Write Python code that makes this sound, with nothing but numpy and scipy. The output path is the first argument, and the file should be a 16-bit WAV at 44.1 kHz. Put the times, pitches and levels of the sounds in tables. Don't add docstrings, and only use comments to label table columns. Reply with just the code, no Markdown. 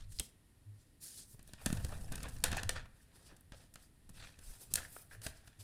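import sys
import numpy as np
from scipy import signal
from scipy.fft import rfft, irfft
from scipy.io import wavfile
from scipy.ndimage import uniform_filter1d

SR = 44100
rng = np.random.default_rng(int(sys.argv[2]) if len(sys.argv) > 2 else 0)


def generate_wav(signal):
    frames = np.transpose(np.atleast_2d(signal))
    scaled = np.clip(frames, -1, 1) * 32767
    pcm = np.round(scaled).astype(np.int16)
    wavfile.write(sys.argv[1], SR, pcm)


N = 248360
TIME = np.arange(N) / SR
CONTROL_TIME = TIME[::64]

# (frequency [Hz], level [dB])
ROOM_TONE_EQ = [(18, -29), (30, -1.5), (62, -10), (106, -7), (194, -27.5), (300, -20), (400, -23.5),
                (632, -29), (1190, -33.5), (1910, -32.5), (2300, -34.5), (4500, -35.5), (6300, -41),
                (9800, -31.5), (14000, -42), (16000, -54.5)]
# (frequency [Hz], width [Hz], boost [dB])
ROOM_WHINE = (1860, 160, 6)
# (frequency [Hz], t60 [s])
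ROOM_DECAY = [(150, 0.58), (1500, 0.46), (5000, 0.24), (10000, 0.19), (16000, 0.24)]
# (frequency [Hz], level [dB])
AIR_EQ = [(10, -0.5), (40, -0.5), (110, 0.5), (200, -8.5), (300, -11.5), (450, -44.5), (1000, -46),
          (3000, -85.5)]
FINGERTIP_EQ = [(300, -9.5), (1200, -28.5), (2600, -18.5), (4000, -8), (5000, -4), (6500, -5), (7800, -2),
                (9800, 1), (12000, -7), (15000, -12), (16500, -27)]
SLIDE_EQ = [(300, -6.5), (1200, -14), (2600, -13), (4000, -10), (5000, -5.5), (6800, -8), (8000, -1.5),
            (9800, 2), (12000, -5.5), (15000, -4.5), (16500, -41)]
SHEET_EQ = [(150, -17), (350, -11), (480, -3), (670, -2), (1100, -8), (1500, -4), (1780, 0), (2130, -12.5),
            (2520, -6), (3000, -12.5), (3550, -9.5), (5000, -17), (9000, -24.5), (16000, -51.5)]
CRACK_EQ = [(150, -1), (350, -8), (700, -8), (950, -15.5), (1700, 0.5), (2200, -15), (2600, -0.5),
            (3200, -5.5), (4400, -1), (6000, -2), (9500, 2), (11500, -5), (15000, -13.5), (16500, -29.5)]
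# (time [s], rise [s], length [s], level [dB])
AIR_SWINGS = [(-.03, 0.028, .19, -53), (2.64, .06, .14, -45), (4.4, 0.09, .12, -54)]
# (time [s], rise [s], length [s], level [dB])
FLAP_LIFT = (1.665, 0.46, 0.2419, -43)
# (time [s], level [dB], pitch [Hz], rise [s])
LOW_BOOMS = [(.01, -53.5, 98.1, 0.052), (0.187, -40, 47, 0.01), (0.646, -50.5, 103, 0.051),
             (1.342, -50.5, 109, 0.0063), (1.662, -32, 222, 0.0043), (1.701, -32.5, 170, 0.0037),
             (1.727, -29, 179, 0.0026), (1.761, -38.5, 91.8, 0.021), (1.84, -31.5, 68, 0.0066),
             (2.644, -38.5, 95.6, 0.019), (4.101, -50, 119, 0.0042), (5.155, -53, 105, 0.035),
             (5.262, -53, 63.5, 0.024), (5.58, -53, 101, 0.027)]
# (frequency [Hz], level [dB], t60 [s])
EDGE_PARTIALS = [(3220, -47.5, .12), (3460, -60.5, 0.1), (5210, -45, 0.04), (9000, -66, .15)]
# (time [s], level [dB], pitch [Hz], decay [s], width [ratio])
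HANDLING_KNOCKS = [(.1878, -39.5, 4500, .0029, .28), (.1973, -38, 3570, 0.0053, 0.44),
                   (.197, -28, 8870, 0.0019, 0.16), (.198, -49, 154, 0.016, 0.66),
                   (1.344, -65, 400, 0.0059, 0.51), (1.491, -57.5, 300, 0.0032, 0.43),
                   (1.848, -49, 330, 0.0066, 0.82), (2.569, -38, 745, 0.0036, 0.18),
                   (2.856, -59, 1540, .006, .55), (3.318, -60.5, 228, 0.015, 0.39),
                   (3.64, -67, 228, 0.011, 0.33), (3.759, -57, 1290, 0.0035, 0.79),
                   (4.756, -36.5, 4260, .0028, 0.068), (4.964, -49, 1360, 0.0035, 0.26),
                   (4.965, -49, 520, 0.0025, .42), (5.265, -44, 590, 0.0055, 0.26)]
# (time [s], level [dB], decay [s])
SHEET_WOBBLES = [(4.774, -48.5, 0.022), (4.83, -55, 0.0066), (4.849, -49.5, .005), (5.111, -58.5, .035)]
# (time [s], rise [s], length [s], level [dB], brightness [dB/octave])
PAPER_STROKES = [(0.079, 0.083, 0.18, -60.5, -1), (0.732, 0.05, 0.14, -76, -6),
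                 (0.999, 0.036, 0.075, -50.5, 0.5), (1.074, 0.038, 0.12, -54.5, -2),
                 (1.16, 0.017, 0.042, -55, -4.5), (1.232, 0.076, 0.089, -63, 4),
                 (1.433, 0.089, 0.056, -66.5, -2), (1.583, 0.034, 0.21, -64, -2),
                 (2.296, .05, .06, -60.5, -2), (2.908, 0.12, 0.12, -72, -3.5),
                 (3.124, 0.038, 0.076, -66.5, -6), (3.21, 0.076, 0.061, -62.5, -9),
                 (3.539, .03, 0.094, -69, -9), (3.781, 0.045, 0.043, -64, -4),
                 (4.127, 0.02, 0.18, -66.5, -6.5), (4.37, 0.081, .19, -62.5, -3.5),
                 (4.533, 0.15, 0.097, -55, -2), (4.696, 0.023, .15, -58, -6),
                 (4.856, 0.068, 0.16, -57.5, 3), (5.084, 0.057, 0.048, -62, -3),
                 (5.212, 0.027, 0.044, -51.5, -4), (5.332, 0.039, 0.038, -64, -8.5),
                 (5.44, .03, 0.031, -67.5, 0), (5.588, 0.016, 0.011, -54.5, -6)]
# (peak time [s], settling time [s], level [dB], brightness [dB/octave])
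SHEET_BENDS = [(.005, 0.026, -62, 6), (1.53, .11, -70, 4), (1.635, 0.038, -71.5, -0.5),
               (1.69, 0.092, -57.5, 0), (1.775, 0.029, -54.5, -1), (1.932, 0.033, -52, -2.5),
               (2.135, .025, -55, -2), (2.253, .022, -47, -2), (2.464, 0.018, -40.5, 2),
               (2.531, 0.021, -40.5, 0.5), (2.585, 0.027, -44, 1), (2.772, 0.019, -45, 2.5),
               (3, 0.3, -78.5, 3), (3.16, 0.068, -69, -1.5), (3.315, 0.038, -66, -1),
               (3.539, 0.012, -58.5, 0.5), (3.61, 0.026, -68.5, 0), (3.78, 0.025, -67, 1.5),
               (4.225, .06, -56, 3.5), (4.5, 0.42, -74, 2), (4.783, 0.03, -50.5, 1),
               (4.99, 0.071, -73.5, 3), (5.134, 0.021, -61, -0.5), (5.28, 0.062, -63, -1),
               (5.48, 0.062, -67.5, 2)]
# (time [s], level [dB], brightness [dB/octave])
SEAM_PULL = [(1.62, -82, -1.5), (1.67, -61.5, 22), (1.85, -62, -2), (2.051, -65, 1.5), (2.13, -62.5, -9.5),
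             (2.3, -67, -4.5), (2.57, -69, 1), (2.68, -87.5, 6.5)]
# (time [s], length [s], crack level [dB], brightness [dB/octave], shiver level [dB])
PAPER_SNAPS = [(0.12, 0.013, -58, 1.5, -72), (1.393, .004, -61, 0, -60), (1.4278, .0036, -59, 12, -76),
               (1.477, 0.00093, -52, 10, -69), (1.535, 0.0019, -46.5, -0.5, -54),
               (1.66, 0.004, -31, 2.5, -33.5), (1.7023, 0.0026, -39.5, -8, -57),
               (1.7274, 0.0036, -40, 2, -45), (1.771, 0.0053, -49, -3, -52), (1.8465, .0045, -43, 0, -54),
               (2.1205, 0.0071, -47, 4, -45), (2.1555, .004, -42, 2.5, -57), (2.179, .008, -52, -5.5, -62),
               (2.2302, .006, -45.5, 2, -52), (2.285, 0.016, -54.5, 1.5, -68),
               (2.4389, 0.0049, -25, 1, -29.5), (2.5162, .0035, -40.5, -3, -51),
               (2.528, 0.0057, -39, -6, -46), (2.568, 0.0073, -42, 0, -59), (2.6325, 0.003, -37.5, -3, -55),
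               (2.6928, 0.0023, -26.5, -3, -34), (3.365, 0.0075, -63.5, 0, -84),
               (3.408, 0.0035, -61.5, 20, -72), (3.5207, 0.0037, -52, -6, -55), (3.739, .0065, -57, 5, -74),
               (3.7567, 0.0027, -49.5, -3, -57), (4.0925, 0.0078, -58.5, 6, -59.5),
               (4.389, 0.0047, -56.5, -1, -62), (4.7384, .00047, -19.5, 8, -51),
               (4.7397, .0018, -27, 6, -63), (4.756, 0.0039, -27, 1.5, -60), (5.217, .0055, -53, -2, -75),
               (5.2644, 0.0071, -40, -3, -45), (5.475, 0.0062, -57.5, -4, -72)]


def amp(db):
    return 10 ** (np.asarray(db) / 20)


def unit_rms(x):
    return x / np.sqrt(np.mean(x ** 2) + 1e-20)


def value_at(points, hz):
    point_hz, value = np.transpose(points)
    return np.interp(np.log(hz + 1), np.log(point_hz + 1), value)


def add(mix, start, sound):
    part = mix[max(round(start * SR), 0):][:len(sound)]
    part += sound[:len(part)]


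def tilted(eq, hz, tilt, low_hz, high_hz):
    gain = amp(value_at(eq, hz) + tilt * np.log2(np.clip(hz, low_hz, high_hz) / low_hz))
    inside = (hz >= low_hz) & (hz <= high_hz)
    return gain / np.sqrt(np.mean(gain ** 2 * inside, axis=-1, keepdims=True))


def resonate(drive, gain):
    log_gain = np.log(np.maximum(np.r_[gain, gain[-2:0:-1]], 1e-5))
    impulse = np.fft.ifft(np.exp(np.conj(signal.hilbert(log_gain)))).real[:1024]
    return signal.fftconvolve(drive, impulse)


def grains(per_s, spread_db, smooth, length_s):
    size = amp(spread_db * np.minimum(rng.exponential(1, N), 4))
    hits = rng.random(N) < per_s / SR
    power = signal.lfilter([1], [1, -np.exp(-1 / (length_s * SR))], size ** 2 * hits)
    return unit_rms(np.sqrt(power / power.mean() + smooth ** 2) * rng.standard_normal(N))


def micro_cracks(envelope):
    spectrum = rfft(rng.standard_normal(len(envelope)) * envelope)
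    spectrum /= np.sqrt(abs(spectrum) + 1e-9)
    run = irfft(spectrum, len(envelope)) * envelope ** .2
    return run / np.linalg.norm(run)


def flutter(rate_hz):
    hz = np.fft.rfftfreq(N, 1 / SR)
    return unit_rms(irfft(rfft(rng.standard_normal(N)) / (1 + (hz / rate_hz) ** 2), N))


def moving_eq(drive, curve, eq, low_hz, high_hz, drift_db=0, size=512):
    times, level_db, tilt = np.transpose(curve)
    frames = dict(nperseg=size, noverlap=size - size // 4)
    hz, t, spectra = signal.stft(drive, SR, **frames)
    gain = tilted(eq, hz, np.interp(t, times, tilt)[:, None], low_hz, high_hz)
    drift = uniform_filter1d(rng.standard_normal(gain.shape), size=9, axis=0)
    drift = unit_rms(uniform_filter1d(drift, size=5, axis=1))
    gain *= unit_rms(amp(drift_db * drift))
    sound = signal.istft(spectra * gain.T, SR, **frames)[1][:N]
    return sound * amp(np.interp(TIME, times, level_db))


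def stroke(start, rise, length, release_s=0.03):
    t = CONTROL_TIME - start
    return np.clip(t / rise, 0, 1) * np.exp(-np.maximum(t - length, 0) / release_s)


def bend(peak_time, settle, rise_ratio=1.01):
    t = (CONTROL_TIME - peak_time) / settle
    return np.exp(np.where(t < 0, -(t / rise_ratio) ** 2, -t))


def pull(offset_db, tilt):
    times, level_db, _ = np.transpose(SEAM_PULL)
    pulling = (CONTROL_TIME > times[0]) & (CONTROL_TIME < times[-1])
    return amp(np.interp(CONTROL_TIME, times, level_db) + offset_db) * pulling, tilt


def rubs(offset_db=0):
    return [(amp(db + offset_db) * stroke(start, rise, length), tilt)
            for start, rise, length, db, tilt in PAPER_STROKES]


def blend(moves):
    power = sum(gain ** 2 for gain, _ in moves) + 1e-14
    brightness = sum(gain ** 2 * tilt for gain, tilt in moves) / power
    return np.c_[CONTROL_TIME, 10 * np.log10(power), brightness]


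def room_tone(level_db=-68):
    hz = np.fft.rfftfreq(N, 1 / SR)
    whine_hz, width_hz, boost_db = ROOM_WHINE
    eq_db = value_at(ROOM_TONE_EQ, hz) + boost_db * np.exp(-(2 * (hz - whine_hz) / width_hz) ** 2)
    return amp(level_db) * unit_rms(irfft(rfft(rng.standard_normal(N)) * amp(eq_db), N))


def room_reverb(send, predelay_s=0.0027, build_s=0.0089, echoes_per_s=6000):
    t = TIME[:SR // 2]
    echoes = rng.standard_normal(len(t)) * (rng.random(len(t)) < echoes_per_s / SR)
    echoes *= np.clip((t - predelay_s) / build_s, 0, 1)
    hz, age, spectra = signal.stft(echoes, SR, nperseg=256)
    decay = amp(-60 * age / value_at(ROOM_DECAY, hz)[:, None])
    tail = signal.istft(spectra * decay, SR, nperseg=256)[1]
    return signal.fftconvolve(send, tail / np.linalg.norm(tail))[:N]


def fanned_air(trim_db=-1, bend_db=-0.5, linger=3.4, bend_tilt=-3, swing_tilt=-6):
    bends = [(amp(db + bend_db) * bend(peak, settle * linger), bend_tilt)
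             for peak, settle, db, _ in SHEET_BENDS]
    swings = [(amp(db) * stroke(start, rise, length), swing_tilt)
              for start, rise, length, db in AIR_SWINGS]
    start, rise, length, db = FLAP_LIFT
    flap_tilt = 12 - 72 * (CONTROL_TIME - start)
    flap = amp(db) * stroke(start, rise, length), flap_tilt
    restless_hands = amp(-69), 2
    curve = blend(bends + swings + [flap, pull(offset_db=18.5, tilt=-3), restless_hands])
    return amp(trim_db) * moving_eq(rng.standard_normal(N), curve, AIR_EQ, 8.6, 400, size=2048)


def low_booms():
    out, t = np.zeros(N), TIME[:SR // 2]
    for start, db, hz, rise in LOW_BOOMS:
        swell = (t / rise * np.exp(1 - t / rise)) ** 2
        add(out, start, amp(db) * np.sqrt(2) * swell * np.sin(2 * np.pi * hz * t))
    return out


def edge_ring(tap_s=.197):
    t = np.maximum(TIME - tap_s, 0)
    return sum(amp(db - 60 * t / t60) * np.sin(2 * np.pi * hz * t) for hz, db, t60 in EDGE_PARTIALS)


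def knocks_and_wobbles(wobble_hz=1680, wobble_width=0.13):
    out, t = np.zeros(N), TIME[:8192]
    hz = np.fft.rfftfreq(len(t), 1 / SR)
    wobbles = [(start, db, wobble_hz, decay, wobble_width) for start, db, decay in SHEET_WOBBLES]
    for start, db, pitch_hz, decay, width in HANDLING_KNOCKS + wobbles:
        resonance = 1 / (1 + (np.log((hz + 1) / pitch_hz) / width) ** 2)
        pop = resonate(micro_cracks(np.exp(-t / decay)), resonance)
        add(out, start, amp(db) * pop * np.sqrt(decay * SR / np.sum(pop ** 2)))
    return out


def sliding_hiss(trim_db=-0.5, flutter_db=2.25, fingertips_end_s=1.37):
    curve = blend(rubs() + [pull(offset_db=-3.5, tilt=-1.5)])
    friction = grains(per_s=6600, spread_db=3.0, smooth=3.4, length_s=0.00028)
    friction *= amp(flutter_db * flutter(rate_hz=28))
    stroking = TIME < fingertips_end_s
    fingertips = moving_eq(friction * stroking, curve, FINGERTIP_EQ, 4200, 16000, drift_db=2)
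    paper = moving_eq(friction * ~stroking, curve, SLIDE_EQ, 4600, 16000, drift_db=2)
    return amp(trim_db) * (fingertips + paper)


def sheet_crinkle(trim_db=-1, flutter_db=3.0, stroke_tilt=3):
    bends = [(amp(db) * bend(peak, settle), tilt) for peak, settle, db, tilt in SHEET_BENDS]
    strokes = [(gain, stroke_tilt) for gain, _ in rubs(offset_db=-21)]
    curve = blend(bends + strokes + [pull(offset_db=-2.5, tilt=-4)])
    crinkles = grains(per_s=1100, spread_db=-2.0, smooth=1.0, length_s=0.00046)
    crinkles *= amp(flutter_db * flutter(rate_hz=81))
    return amp(trim_db) * moving_eq(crinkles, curve, SHEET_EQ, 500, 6100, drift_db=3)


def glue_crackle():
    threads = grains(per_s=150, spread_db=3.0, smooth=0.194, length_s=.0013)
    pulling = (TIME > SEAM_PULL[0][0]) & (TIME < SEAM_PULL[-1][0])
    return moving_eq(threads * pulling, SEAM_PULL, CRACK_EQ, 2000, 12000, drift_db=3)


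def paper_snaps(fade_s=.001, shiver_rise_s=0.00081, shiver_s=0.0074, puff_hz=150, puff_s=0.0024):
    cracks, body = np.zeros(N), np.zeros(N)
    t, hz = TIME[:6000], np.fft.rfftfreq(2048, 1 / SR)
    for start, length, crack_db, tilt, shiver_db in PAPER_SNAPS:
        envelope = np.exp(-t / (2 * length) - np.maximum(t - length, 0) / fade_s)
        crack = resonate(micro_cracks(envelope), tilted(CRACK_EQ, hz, tilt, 1300, 12000))
        add(cracks, start, amp(crack_db) * crack * np.sqrt(length * SR / np.sum(crack ** 2)))
        shiver = rng.standard_normal(len(t)) * (1 - np.exp(-t / shiver_rise_s)) * np.exp(-t / shiver_s)
        add(body, start, amp(shiver_db) * resonate(shiver, tilted(SHEET_EQ, hz, 1.1, 570, 9700)))
        puff_db = min(shiver_db + 16.5, -30)
        add(body, start, amp(puff_db) * np.sin(2 * np.pi * puff_hz * t) * np.exp(-t / puff_s))
    return cracks, body


def scene(crack_send_db=-11, rustle_send_db=-14, knock_send_db=-15):
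    cracks, snap_body = paper_snaps()
    knocks = knocks_and_wobbles()
    rustle = snap_body + sliding_hiss() + sheet_crinkle() + glue_crackle() + edge_ring()
    send = amp(crack_send_db) * cracks + amp(rustle_send_db) * rustle + amp(knock_send_db) * knocks
    return (cracks + knocks + rustle + room_reverb(send) + fanned_air() + low_booms() + room_tone())[None]


def record(dry, cutoff_hz=16300):
    lowpass = signal.firwin(511, cutoff_hz, window=("kaiser", 9), fs=SR)
    return signal.oaconvolve(dry, lowpass[None], "same")


dry = scene()
out = record(dry)
generate_wav(out)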